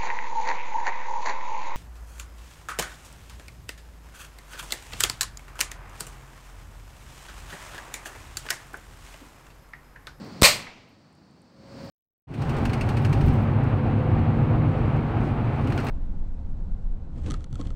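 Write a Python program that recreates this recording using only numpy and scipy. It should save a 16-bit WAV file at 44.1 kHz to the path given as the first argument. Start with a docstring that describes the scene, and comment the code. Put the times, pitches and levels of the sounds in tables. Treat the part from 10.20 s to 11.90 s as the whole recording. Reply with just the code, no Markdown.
"""A quiet outdoor rumble and hiss come first; then a hand chops once on a stone on a ledge, close by.
A light touch and a sharp crack sound as it lands, and the air pushed by the palm gives a low thud.
The tiles and walls of the yard throw the blow back as a dense clatter, coloured by brief steady tones.
The recorder's gain control turns the sound down for a second, then lets the background swell back,
and a distant hum comes in."""
import sys
import numpy as np
from scipy import signal
from scipy.fft import rfft, irfft
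from scipy.io import wavfile
from scipy.ndimage import minimum_filter1d

SR = 44100
rng = np.random.default_rng(int(sys.argv[2]) if len(sys.argv) > 2 else 0)


def dump(signal):
    """Clip the signal to [-1, 1] and save it as 16-bit WAV at the path in sys.argv[1]."""
    limited = np.clip(np.atleast_2d(signal).T, -1, 1)
    pcm = np.round(limited * 32767).astype(np.int16)
    wavfile.write(sys.argv[1], SR, pcm)


N = 74970
T = np.arange(N) / SR
HZ = np.fft.rfftfreq(N, 1 / SR)

# tone colour of the outdoor air: f/Hz, relative level/dB
AIR_COLOUR = [(25, -33), (60, -11.5), (120, -5.5), (200, -3.5), (280, -7), (400, -15), (560, -15),
              (750, -18), (1100, -21), (1650, -26), (2300, -29), (3500, -34.5), (4500, -27), (5300, -31),
              (6200, -38.5), (8600, -41.5), (10000, -56), (15500, -51)]
# faint ticks: t/s, level/dB
FAINT_TICKS = [(0.928, -52), (0.952, -48), (1.1095, -52), (1.218, -44)]
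# faint, fine rustles: t/s, level/dB
FAINT_RUSTLES = [(0.04, -68), (0.68, -63), (1.64, -68.5)]
# tone colour of the reflections: f/Hz, relative level/dB
YARD_COLOUR = [(35, -54), (60, -25.5), (123, -7.5), (163, -15), (206, -8.5), (359, -24), (464, -7.5),
               (572, -2), (657, -7), (810, -8), (869, -8), (1120, -3), (1630, -11.5), (1790, -3),
               (2470, -2.5), (3420, -8), (4420, -2.5), (5980, -10.5), (6410, -9), (8470, -7.5),
               (10400, -20.5), (14100, -16.5), (15500, -24)]
# time the reflections take to fade by 60 dB: f/Hz, t/s
YARD_FADE_TIMES = [(100, .36), (400, .26), (1200, .27), (2300, .29), (4300, .275), (8000, .265),
                   (15000, .245)]
# tone colour of the lingering wash of reflections: f/Hz, relative level/dB
WASH_COLOUR = [(100, 2), (200, 4), (350, -1), (1100, -1.5), (1550, -6), (2300, 1.5), (3400, -6.5),
               (4400, -6.5), (7000, -19), (10000, -35), (15000, -42)]
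# single strong reflections from nearby surfaces: t/s, level/dB
NEAR_REFLECTIONS = [(0.2315, 2.5), (0.2399, 1), (0.2498, 6), (0.2547, 4), (0.2581, 5)]
# brief steady tones that colour the clatter of reflections: f/Hz, relative level/dB
CLATTER_PEAKS = [(595, -3), (1849, -3), (2091, 0), (2163, 0), (2396, 1), (2540, -2), (2675, -2), (2992, -3),
                 (4009, 1), (4156, -1), (4285, -1), (4394, 0), (4521, 0), (4991, 0)]
# the light touch and the hard hit: t/s, level/dB, decay/s
HAND_CONTACTS = [(0.2162, -17.5, .0014), (0.2216, 9, .0004)]
# tone colour of a contact: f/Hz, relative level/dB
CRACK_COLOUR = [(200, -15.5), (1100, -3.5), (2500, -9), (4300, 2), (5500, -5), (8000, -1.5), (10000, -16),
                (15500, -14.5)]

YARD_START_S, CLICK_RISE_S = .2285, .0005


def amp(db):
    """Turns decibels into a gain."""
    return 10 ** (np.asarray(db) / 20)


def read(points, hz):
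    """Looks up a table between its rows, on a log-frequency axis."""
    f, value = np.transpose(points)
    return np.interp(np.log(hz + 1), np.log(f + 1), value)


def noise(gain):
    """Noise of average strength (rms) 1, shaped by a gain at each frequency."""
    x = irfft(gain * np.exp(2j * np.pi * rng.random(len(HZ))), N)
    return x / x.std()


def noise_band(hz, width_hz):
    """Noise that is strongest around one frequency."""
    return noise(1 / (1 + ((HZ - hz) / width_hz) ** 2))


def since(start):
    """Seconds since the start, zero before it."""
    return np.maximum(T - start, 0)


def ramp(start, rise_s):
    """Climbs straight from 0 to 1 and stays there."""
    return np.minimum(since(start) / rise_s, 1)


def burst(start, rise_s, decay_s):
    """A loudness shape that climbs straight up, then dies away."""
    return ramp(start, rise_s) * np.exp(-since(start + rise_s) / decay_s)


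def background():
    """Outdoor rumble, a thin hiss like far insects, a wavering distant hum, faint ticks and rustles."""
    low_cut = HZ ** 2 / np.hypot(HZ ** 2, 38 ** 2)  # weakens the rumble below 38 Hz
    air = amp(-41) * noise(amp(read(AIR_COLOUR, HZ)) * low_cut)
    hiss = amp(-62) * noise_band(hz=4490, width_hz=200)
    hum_hz = 550.2 + 4.125 * noise_band(hz=0, width_hz=7.3)  # the pitch wanders a little
    hum = amp(-47) * ramp(1.282, rise_s=.0354) * np.sin(2 * np.pi * np.cumsum(hum_hz) / SR)
    tick_shape = sum(amp(db) * burst(t, CLICK_RISE_S, decay_s=.001407) for t, db in FAINT_TICKS)
    ticks = tick_shape * noise_band(hz=8300, width_hz=1460)
    rustle_shape = sum(amp(db) * burst(t, rise_s=.0082, decay_s=.025) for t, db in FAINT_RUSTLES)
    rustles = rustle_shape * noise_band(hz=13030, width_hz=2460)
    return air + hiss + hum + ticks + rustles


def yard_reflections():
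    """Reflections from tiles and walls pile up and fade; a few stand out, and one far echo follows."""
    swell_s, swell_db, wash_fade_s = .02743, 1.5, .82
    colour = amp(read(YARD_COLOUR, HZ))
    spectrum = rfft(noise(colour))
    age = since(YARD_START_S + swell_s)
    centres_hz = np.geomspace(60, 16000, 14)
    clatter = np.zeros(N)
    for hz, this_band_only in zip(centres_hz, np.eye(len(centres_hz))):
        band = irfft(spectrum * read(np.c_[centres_hz, this_band_only], HZ), N)
        clatter += band * amp(-60 * age / read(YARD_FADE_TIMES, hz))  # each band fades at its own pace
    swell = amp(swell_db * (ramp(YARD_START_S, swell_s) - 2))
    build_up = ramp(YARD_START_S, rise_s=.0026) * swell
    wash = amp(-13.5 - 60 * age / wash_fade_s) * noise(amp(read(WASH_COLOUR, HZ)))
    slap_shape = sum(amp(db) * burst(t, rise_s=.0004, decay_s=.0013) for t, db in NEAR_REFLECTIONS)
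    slaps = slap_shape * noise(colour)
    echo = amp(-25) * burst(.464, rise_s=.006, decay_s=.015) * noise_band(hz=2080, width_hz=420)
    return build_up * (amp(5) * clatter + wash) + slaps + echo


def clatter_peaks():
    """Brief steady tones that colour the clatter of reflections and fade with it."""
    tones = sum(amp(db) * np.sin(2 * np.pi * (hz * T + rng.random())) for hz, db in CLATTER_PEAKS)
    decay_s = .26 / np.log(1000)  # fades by 60 dB in 0.26 s
    return amp(-11) * burst(YARD_START_S, rise_s=.021, decay_s=decay_s) * tones


def hand_chop():
    """The hand cracks and knocks on the stone, pushes out a puff of air and lands with its weight."""
    crack_shape = np.zeros(N)
    for t, db, decay_s in HAND_CONTACTS:
        tail = amp(-29.5) * burst(t, CLICK_RISE_S, decay_s=.011)
        crack_shape += amp(db) * (burst(t, CLICK_RISE_S, decay_s) + tail)
    cracks = crack_shape * noise(amp(read(CRACK_COLOUR, HZ)))
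    # the edge of the hand meets the stone with a dull knock
    knock_start, knock_hz = .2203, 950
    knock_tone = np.sin(2 * np.pi * knock_hz * since(knock_start))
    knock = amp(-6) * burst(knock_start, CLICK_RISE_S, decay_s=.00033) * knock_tone
    # air pushed by the palm: the pressure swings one way, then the other
    thud_start, thud_decay_s = .2219, .0012
    swing = 1 - since(thud_start) / thud_decay_s
    thud = amp(18.5) * burst(thud_start, rise_s=.00044, decay_s=thud_decay_s) * swing
    # the weight of the arm follows as one soft, deep bump
    bump_start, bump_length_s = .2275, .0125
    bump = amp(-3) * np.sin(np.pi * ramp(bump_start, bump_length_s))
    return cracks - knock - thud - bump


def scene():
    """The chop, its clatter of reflections and the background, in one channel."""
    return (hand_chop() + yard_reflections() + clatter_peaks() + background())[None]


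def record(dry):
    """The gain drops at once, holds and recovers; peaks are rounded off and the highest treble is cut."""
    max_cut_db, hold_s, recover_db_per_s = 14.5, 1.0355, 53
    ceiling, treble_edge_hz = .88, 15850
    level_db = 20 * np.log10(abs(dry[0]) + 1e-9)
    cut_db = np.clip(3 * level_db, 0, max_cut_db)  # only peaks above 0 dB turn the gain down
    half = int(hold_s * SR / 2)
    # keep the deepest cut of the last hold_s seconds
    held_db = -minimum_filter1d(-cut_db, 2 * half + 1, origin=half, mode="constant")
    recovery_db = T * recover_db_per_s
    ducked = dry / amp(np.maximum.accumulate(held_db + recovery_db) - recovery_db)
    rounded = ducked / (1 + (ducked / ceiling) ** 8) ** (1 / 8)
    treble_cut = signal.firwin(511, treble_edge_hz, window=("kaiser", 9), fs=SR)
    return signal.oaconvolve(rounded, treble_cut[None], "same")


dry = scene()
out = record(dry)
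dump(out)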